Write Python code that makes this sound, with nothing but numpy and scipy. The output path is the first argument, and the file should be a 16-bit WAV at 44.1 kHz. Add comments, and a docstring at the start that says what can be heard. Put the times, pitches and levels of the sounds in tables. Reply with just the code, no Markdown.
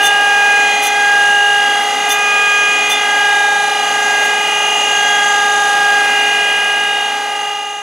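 """In a machine shop, close by a surface grinder. Its drive whines near 408 Hz in a long harmonic series, each
harmonic a comb of sidebands spaced by the turn rate. The table slides to and fro, and interference with its
moving reflections makes the lines swell and cancel. Tones, hum, rushing air and a rumble lie underneath.
On each pass shaped noise hisses briefly as grit meets steel and the wheel's damped modes ring, mostly
weaker in the later passes as it sparks out. Everything sinks in level at the end."""
import sys
import numpy as np
from scipy import signal
from scipy.fft import rfft, irfft, next_fast_len
from scipy.io import wavfile
from scipy.ndimage import uniform_filter1d

SR = 44100
rng = np.random.default_rng(int(sys.argv[2]) if len(sys.argv) > 2 else 0)


def store_pcm(level_fs):
    """Save levels as 16-bit WAV."""
    pcm = np.round(np.clip(level_fs, -1, 1) * 32767).astype(np.int16)
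    wavfile.write(sys.argv[1], SR, np.atleast_2d(pcm).T)


N = 344848
HOP = 16  # samples per step of the slow time grid
T = np.arange(N) / SR  # s
SLOW = np.arange(N // HOP + 2) * HOP / SR  # s
WHINE_HZ, TURN_HZ = 407.78, 25.8
SOUND_SPEED = 343  # m/s


def undb(db):
    """Logarithmic level: decibels to amplitude gain."""
    return 10 ** (np.asarray(db) / 20)


def unit(x):
    """Normalisation to a root-mean-square value of 1."""
    return x / np.sqrt(np.mean(np.abs(x) ** 2))


def curve(rows, t):
    """Linear interpolation between (time_s, value) rows."""
    return np.interp(t, *np.transpose(rows))


def colour(x, points):
    """Linear filtering: a spectrum of (frequency_hz, gain_db) points, joined on a logarithmic frequency axis."""
    size = next_fast_len(N)
    hz, db = np.transpose(points)
    f = np.maximum(np.arange(size // 2 + 1) * SR / size, 1)
    gain = undb(np.interp(np.log(f), np.log(hz), db))
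    return irfft(rfft(x, size) * gain, size)[:N]


def walk(rate):
    """Low-pass random fluctuation: about `rate` fresh values a second, smoothed, with a spread near 1."""
    k = max(int(SR / HOP / rate), 1)
    held = rng.standard_normal(len(SLOW))[np.arange(len(SLOW)) // k]
    return 1.3 * uniform_filter1d(uniform_filter1d(held, k), k)


def rows_of(table, k, j):
    """Selection: the rows that belong to sideband j of harmonic k, without those two columns."""
    return [row[2:] for row in table if (round(row[0]), round(row[1])) == (k, j)]


# turning points of the table: time_s, position_m
TURNING_POINTS = [(-.6, 0.00048), (.38, 0.1503), (1.4, 0), (2.42, 0.1583), (3.5, 0.00023), (4.62, 0.1425),
                  (5.62, 0.0056), (6.65, 0.1437), (7.85, 0.001)]


def table_position():
    """Reciprocating motion: a half cosine eases the table from each turning point to the next (m)."""
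    s, metres = np.transpose(TURNING_POINTS)
    stroke = np.interp(SLOW, s, np.arange(len(s)))
    eased = np.floor(stroke) + (1 - np.cos(np.pi * (stroke % 1))) / 2
    return np.interp(eased, np.arange(len(s)), metres)


def reflections(hz, position, share, count=3):
    """Multipath interference: the direct path plus echoes whose paths change by up to about twice the travel."""
    slope = rng.uniform(-1.98, 2.052, (count, 1))  # m of path per m of travel
    start = rng.random((count, 1))  # cycles
    turns = (hz * slope * position / SOUND_SPEED + start).astype(np.float32)
    echoes = np.cos(2 * np.pi * turns).sum(0) + 1j * np.sin(2 * np.pi * turns).sum(0)
    return unit(1 + share * echoes)


# lines with timed swells and dips: harmonic, sideband, start_swell_db, trend_db_per_s
TIMED_LINES = [(2, 0, 3, 0.01), (4, 0, 8.5, -1.32), (6, 1, 10, -0.49), (7, -1, 4.5, 0.04),
               (7, 1, 0.3, 0.83), (8, -1, -4.5, 0), (8, 1, -3.5, 0), (9, 1, -2, 0), (10, -1, -2, 0),
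               (10, 1, -1.5, 0)]
# a node (-) or crest (+) of such a line's standing wave sweeps over the microphone:
# harmonic, sideband, time_s, half_width_s (to 1/e), depth_db
NODES_AND_CRESTS = [(2, 0, 2.63, 0.51, -12.5), (2, 0, 4.44, 0.94, -6.5), (2, 0, 6.55, 0.42, -7.5),
                    (4, 0, 0.088, .58, -4.5), (4, 0, 0.83, .18, -18), (4, 0, 1.903, 0.11, -20),
                    (4, 0, 2.06, 0.51, -9), (4, 0, 2.89, .23, -13.5), (4, 0, 3.81, 0.22, -10),
                    (4, 0, 4.496, 0.18, -11.5), (4, 0, 4.78, .15, -20), (4, 0, 5.92, 0.13, 3.5),
                    (4, 0, 6.78, 0.17, 1.5), (4, 0, 7.56, 0.38, -10), (6, 1, 0.12, 0.41, -14),
                    (6, 1, 1.37, 0.64, -18), (6, 1, 1.83, 0.37, -25), (6, 1, 2.34, .15, 2),
                    (6, 1, 2.85, 0.23, 3.5), (6, 1, 3.1, .12, -7), (6, 1, 3.61, 0.94, -23.5),
                    (6, 1, 5.45, 1, -19), (6, 1, 7.43, .99, -16), (7, -1, 0.76, 0.49, -18),
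                    (7, -1, 1.4, 0.16, 2.5), (7, -1, 2.48, 0.79, -12), (7, -1, 3.03, 0.11, 8),
                    (7, -1, 3.48, 0.79, -15), (7, -1, 4.36, 0.081, -27), (7, -1, 4.79, 0.14, 3),
                    (7, -1, 5.65, .62, -9.5), (7, -1, 6.18, 0.077, 3.5), (7, -1, 7.2, 0.1, -20),
                    (7, 1, .02, 0.2, 6), (7, 1, 1.1, 0.21, -15), (7, 1, 1.4, 0.16, 2), (7, 1, 2.2, .6, -2),
                    (7, 1, 3.57, .2, -19), (7, 1, 4.14, .17, -16), (7, 1, 5.74, 0.69, -14),
                    (7, 1, 7.75, 0.71, -8), (8, -1, 0.72, 0.097, 13), (8, -1, 2.56, .24, 12),
                    (8, -1, 4.7, 0.26, 8), (8, -1, 6.5, 0.075, 11), (8, -1, 7.05, 0.09, 10),
                    (8, 1, 0.94, .17, 8), (8, 1, 1.75, 0.17, 8.5), (8, 1, 2.95, 0.23, 9.5),
                    (8, 1, 5.13, 0.16, 13), (8, 1, 7, 0.23, 1), (9, 1, 3.46, .2, 10.5),
                    (9, 1, 5.55, .25, 7), (9, 1, 6.95, .16, 8.5), (10, -1, 3.72, .14, 11.5),
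                    (10, 1, .7, .28, 10)]
# these lines, unless their swells are timed above, meet an echo off the sliding table and another
# whose path just creeps: harmonic, sideband, table_share (gain), table_path_m,
# lever (m path per m travel), table_creep_m_per_s, other_share (gain), other_path_m, other_creep_m_per_s
LINE_ECHOES = [(2, -1, 1.0, .004, -0.38, -0.125, 0.98, 0.4, 0.101),
               (2, 1, 0.45, 0.044, -0.94, -0.163, 0.54, 0.063, 0.082),
               (2, 2, 0.56, 0.041, -0.15, -0.161, 0.95, 0.28, 0.1245),
               (3, 0, 0.43, 0.28, 0.47, 0.0642, 0.43, 0.06, 0.094),
               (5, -1, 0.35, 0.037, -0.0025, -0.115, 0.64, 0.094, .03),
               (5, 0, 0.73, 0.11, -0.34, 0.1115, 0.76, 0.036, 0.148),
               (5, 1, 0.53, 0.1, -1.1, -.005, 0.44, 0.077, .09),
               (6, -1, 1, 0.13, -0.46, -0.037, 1.0, 0.131, 0.0433),
               (8, -1, 1.0, 0.057, -0.14, .001, 0.98, 0.071, 0.051),
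               (8, 1, 1, 0.049, -0.145, .0544, 0.97, 0.033, 0.0356)]
# part of the weak scattered echoes that still stirs each kind of line (0-1)
ECHO_SCATTER, TIMED_SCATTER = 0.25, 0.14


def standing_wave(k, j, position):
    """Standing-wave interference: swell of sideband j of harmonic k, and the share of weak echoes it keeps."""
    for start_db, trend in rows_of(TIMED_LINES, k, j):
        gain = undb(start_db + trend * SLOW)
        for s, width_s, depth_db in rows_of(NODES_AND_CRESTS, k, j):
            bell = np.exp(-((SLOW - s) / width_s) ** 2)
            gain = gain * (1 - (1 - undb(depth_db)) * bell)
        return gain, TIMED_SCATTER
    wavelength = SOUND_SPEED / (k * WHINE_HZ + j * TURN_HZ)

    def echo(metres):
        """Phase shift: one cycle for each wavelength of extra path."""
        return np.exp(2j * np.pi * metres / wavelength)

    for share, path, lever, creep, share2, path2, creep2 in rows_of(LINE_ECHOES, k, j):
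        off_table = share * echo(path + lever * position + creep * SLOW)
        off_other = share2 * echo(path2 + creep2 * SLOW)
        return unit(np.abs(1 + off_table + off_other)), ECHO_SCATTER
    return 1, 1


# wobble of the second harmonic: time_s, pitch_share (0 = all in level, 1 = all in pitch)
PITCH_WOBBLE = [(0, 0.87), (2.2, 0.87), (3.0, 0.72), (3.7, 0.29), (4.4, 0.68), (5.2, 0.75), (6.6, 0.79),
                (7.8, 0.76)]


def overtone(k, levels_db, position, share, skirt_db, count):
    """Periodic modulation: a wobble once a turn gives harmonic k a comb of sidebands, dying away outwards."""
    skirt = skirt_db * np.sqrt(np.arange(1, count + 1))
    levels_db = np.concatenate([levels_db[0] + skirt[::-1], levels_db, levels_db[-1] + skirt])
    in_pitch = np.clip(curve(PITCH_WOBBLE, SLOW), 0, 1)
    out = 0
    for j, db in enumerate(levels_db, -(len(levels_db) // 2)):
        swell, freedom = standing_wave(k, j, position)
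        gain = swell * reflections(k * WHINE_HZ, position, share * freedom)
        # sidebands in step throb in level; a quarter cycle ahead they wobble the pitch
        ahead = np.pi / 2 * abs(j) * in_pitch if k == 2 else 2 * np.pi * rng.random()
        out = out + undb(db) * gain * np.exp(1j * (ahead + 2 * np.pi * j * TURN_HZ * SLOW))
    return out


# low overtones, line levels before their swells: harmonic, then level_db at
# -3, -2, -1, 0, +1, +2, +3 turn rates from the harmonic
LOW_HARMONICS = [(1, -53, -54, -63, -54, -48, -42, -49), (2, -46, -37, -30, -20, -29, -32, -43),
                 (3, -52, -38, -39, -26, -44, -43, -44), (4, -40, -35, -39, -17, -36, -37, -43),
                 (5, -45, -43, -32, -34, -31, -53, -48), (6, -47, -51, -31, -46, -23, -52, -46),
                 (7, -43, -49, -24, -40, -26, -46, -34), (8, -52, -47, -34, -44, -31, -43, -40),
                 (9, -50, -50, -40, -45, -37, -48, -44)]
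# high overtones, levels before swells and the gains in whine(): harmonic, centre_db, first_pair_db, outer_db
HIGH_HARMONICS = [(10, -49, -44, -53), (11, -47, -49, -53), (12, -52, -45, -50), (13, -54, -51, -55),
                  (14, -54, -48, -53), (15, -48, -40, -52), (16, -50, -37, -53), (17, -50, -45, -56),
                  (18, -48, -46, -54), (19, -58, -53, -58), (20, -56, -55, -58), (21, -61, -54, -63),
                  (22, -58, -54, -63), (23, -53, -46, -55), (24, -57, -53, -52), (25, -63, -50, -59),
                  (26, -64, -58, -60), (27, -68, -60, -66), (28, -69, -67, -68), (29, -70, -66, -65),
                  (30, -72, -65, -68), (31, -76, -66, -67), (32, -67, -64, -68), (33, -71, -66, -68),
                  (34, -69, -65, -64)]
# gain of the shrill harmonics 15 to 18: time_s, gain_db
SHRILL_GAIN = [(0, -7), (.6, 2.5), (1.5, -2), (2.55, 4), (3.65, -1.5), (4.05, 4), (4.4, 0), (4.75, 5),
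               (5.3, 5), (5.8, -0.5), (6.9, -3.5), (7.8, 3.5)]


def whine(position, wander_hz=0.09, flutter_hz=0.11, high_db=1.0, top_db=0.0):
    """Harmonic series: all overtones are powers of one rotating phasor, so they share its wandering speed."""
    envelopes = []
    for k, *db in LOW_HARMONICS:
        envelopes.append(overtone(round(k), np.array(db), position, share=0.49, skirt_db=-12.0, count=5))
    for k, centre, pair, outer in HIGH_HARMONICS:
        comb = np.array([outer, outer, pair, centre, pair, outer, outer])
        if 15 <= k <= 18:
            gain_db = curve(SHRILL_GAIN, SLOW)
        else:
            gain_db = high_db if k <= 26 else top_db
        lines = overtone(round(k), comb, position, share=0.99, skirt_db=-8, count=3)
        envelopes.append(undb(gain_db) * lines)
    drift = np.cumsum(wander_hz * walk(1.5) + flutter_hz * walk(25)) * HOP / SR  # cycles
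    rotor = np.exp(2j * np.pi * (WHINE_HZ * T + np.interp(T, SLOW, drift)))
    carrier, out = 1, 0
    for envelope in envelopes:
        carrier = carrier * rotor  # next harmonic
        out = out + (np.interp(T, SLOW, envelope) * carrier).real
    return np.sqrt(2) * out


# mains hum and motor tones: pitch_hz, level_db (rms, about which each wavers)
HUM_AND_TONES = [(59.9, -67.5), (120.0, -70), (419.2, -31), (459.5, -53.5), (721.7, -37), (1317.7, -37.5),
                 (1377.2, -55), (1940.2, -31), (2117.3, -60), (2352.6, -56), (2540.7, -47), (2592.2, -42),
                 (2676.7, -46), (3497.9, -66), (5910.6, -45.5)]


def motor(waver_db=0.9, wander=0.000325):
    """Sinusoidal radiation: hum and motor tones, each with a small random waver of level and pitch."""
    out = 0
    for hz, db in HUM_AND_TONES:
        clock = T + np.interp(T, SLOW, np.cumsum(wander * walk(3.99)) * HOP / SR)
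        size = np.interp(T, SLOW, undb(db + waver_db * walk(9)))
        out = out + size * np.sin(2 * np.pi * (hz * clock + rng.random()))
    return np.sqrt(2) * out


# air dragged round by the wheel, and bearings, before the gain in air(): frequency_hz, density_db (per Hz)
AIR_SPECTRUM = [(25, -85), (80, -92.5), (180, -67.5), (380, -65), (720, -55.5), (1100, -62), (2500, -62),
                (3100, -65), (5200, -73.5), (6300, -66.5), (7900, -75), (9800, -74.5), (11500, -84),
                (15000, -90)]


def air(gain_db=1.0, throb=0.12, flicker_db=0.8):
    """Amplitude-modulated broadband noise: the rush of air and bearings pulses twice a turn and flickers."""
    rush = colour(rng.standard_normal(N), AIR_SPECTRUM) * np.sqrt(SR / 2)
    pulse = 1 + throb * np.cos(2 * np.pi * 2 * TURN_HZ * T)
    flicker = np.interp(T, SLOW, undb(gain_db + flicker_db * walk(7.5)))
    return rush * pulse * flicker


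# rumble of the table on its ways, shape only: frequency_hz, relative_db
RUMBLE_SPECTRUM = [(60, -35), (170, -16.5), (230, -9), (280, 4), (310, -4), (390, -12), (520, 0),
                   (650, -10.5), (710, 10.5), (800, 4), (1100, -8), (3000, -5.5), (9000, -43)]


def slideways(position, gain_db=-33):
    """Sliding friction: noise of the table on its ways, its amplitude proportional to the table's speed."""
    speed = np.abs(np.gradient(position))
    rumble = colour(rng.standard_normal(N), RUMBLE_SPECTRUM) * np.interp(T, SLOW, speed)
    return undb(gain_db) * unit(rumble)


# wheel on steel: start_s, end_s (nominal; contact eases off around it), bite_s (time to full depth),
# hiss_db, ring_db (drive of the wheel modes)
WHEEL_PASSES = [(0.007, 0.081, 0.045, -21, -23.5), (0.82, 0.883, .004, -22, -27.5),
                (1.12, 1.15, .01, -41, -48), (1.81, 1.85, .01, -40, -49), (2.08, 2.132, 0.031, -19.5, -19),
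                (2.895, 2.936, .004, -24, -23.5), (3.18, 3.21, .01, -41, -61),
                (4.203, 4.266, 0.049, -29, -41), (5.082, 5.105, .004, -38, -43),
                (6.275, 6.3, .015, -38, -50)]
# colour of the grit cutting steel, shape only: frequency_hz, relative_db
GRIT_SPECTRUM = [(1000, -37), (3000, 5), (4700, -10), (6000, -1), (7900, -2), (10400, 4.5), (11200, -10),
                 (12600, -1), (13700, 0), (14600, -10), (15600, -3.5)]
# ring of the wheel: pitch_hz, relative_db, t60_s
RING_MODES = [(3540, 1, .24), (5925, -7, .08), (6407, -2, .14), (8753, -9, .12), (10330, -14, .05),
              (11885, -14, .12), (13800, -17, .05), (15230, -23, .07)]


def grinding(grain_db=4, leave_s=0.013, idle_db=-48, release_db=23):
    """Forced and free vibration: grains chip the steel in contact; the wheel springs free and rings on."""
    grain_sizes = np.repeat(rng.standard_normal(N // HOP + 1), HOP)[:N]
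    grains = unit(rng.standard_normal(N) * undb(grain_db * grain_sizes))
    cut, push, release = np.zeros(N), np.zeros(N), np.zeros(N)
    for start, end, bite_s, hiss, ring in WHEEL_PASSES:
        contact = np.clip(np.minimum((T - start) / bite_s, (end - T) / leave_s + 0.45), 0, 1)
        cut += undb(hiss) * contact
        push += undb(ring) * contact
        release[int((end - leave_s) * SR)] += undb(ring + release_db)  # kick of springing free
    out = cut * unit(colour(grains, GRIT_SPECTRUM))
    for hz, db, t60 in RING_MODES:
        pole = np.exp((2j * np.pi * hz - np.log(1000) / t60) / SR)
        # the turning spindle and springing free mostly stir the lowest mode
        softness = (RING_MODES[0][0] / hz) ** 2
        drive = push * grains + softness * (release + undb(idle_db) * grains)
        ringing = signal.lfilter([1], [1, -pole], drive).imag
        out = out + undb(db) * np.sqrt(2 * (1 - abs(pole) ** 2)) * ringing
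    return out


# stereo width of the phase-turned part: frequency_hz, side_minus_mid_db
STEREO_WIDTH = [(60, -45), (250, -27), (800, -20.5), (1800, -24.5), (2450, -8), (2850, -15), (5000, -16.5),
                (9000, -17), (12000, -30)]


def stereo(mid, echo_s=0.027, shop_db=-29, balance_db=-0.35):
    """Interchannel phase: a quarter-cycle side signal parts two microphone ports, with a faint shop echo."""
    decay = np.exp(-T[:SR // 2] / echo_s)
    shop = signal.fftconvolve(mid, rng.standard_normal(SR // 2) * decay)[:N]
    turned = signal.hilbert(mid, next_fast_len(N))[:N].imag
    side = colour(turned, STEREO_WIDTH) + undb(shop_db) * np.std(mid) * unit(shop)
    return np.array([mid + side, mid - side]) * undb([[balance_db / 2], [-balance_db / 2]])


def scene():
    """Superposition: the running machine and its passes over the part add up."""
    position = table_position()
    return stereo(whine(position) + motor() + air() + slideways(position) + grinding())


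# overall level with the closing fade: time_s, gain_db
CLOSING_FADE = [(0, -1), (6.3, 0), (7, -3), (7.5, -6.5), (7.82, -12)]


def record(dry, ceiling=0.92, top_hz=15250):
    """Saturation and band limiting: the highest peaks are rounded, the end fades and the top is cut."""
    rounded = dry / (1 + (dry / ceiling) ** 12) ** (1 / 12)
    low_pass = signal.ellip(10, .1, 80, top_hz, fs=SR, output="sos")
    return signal.sosfilt(low_pass, rounded * undb(curve(CLOSING_FADE, T)))


dry = scene()
out = record(dry)
store_pcm(out)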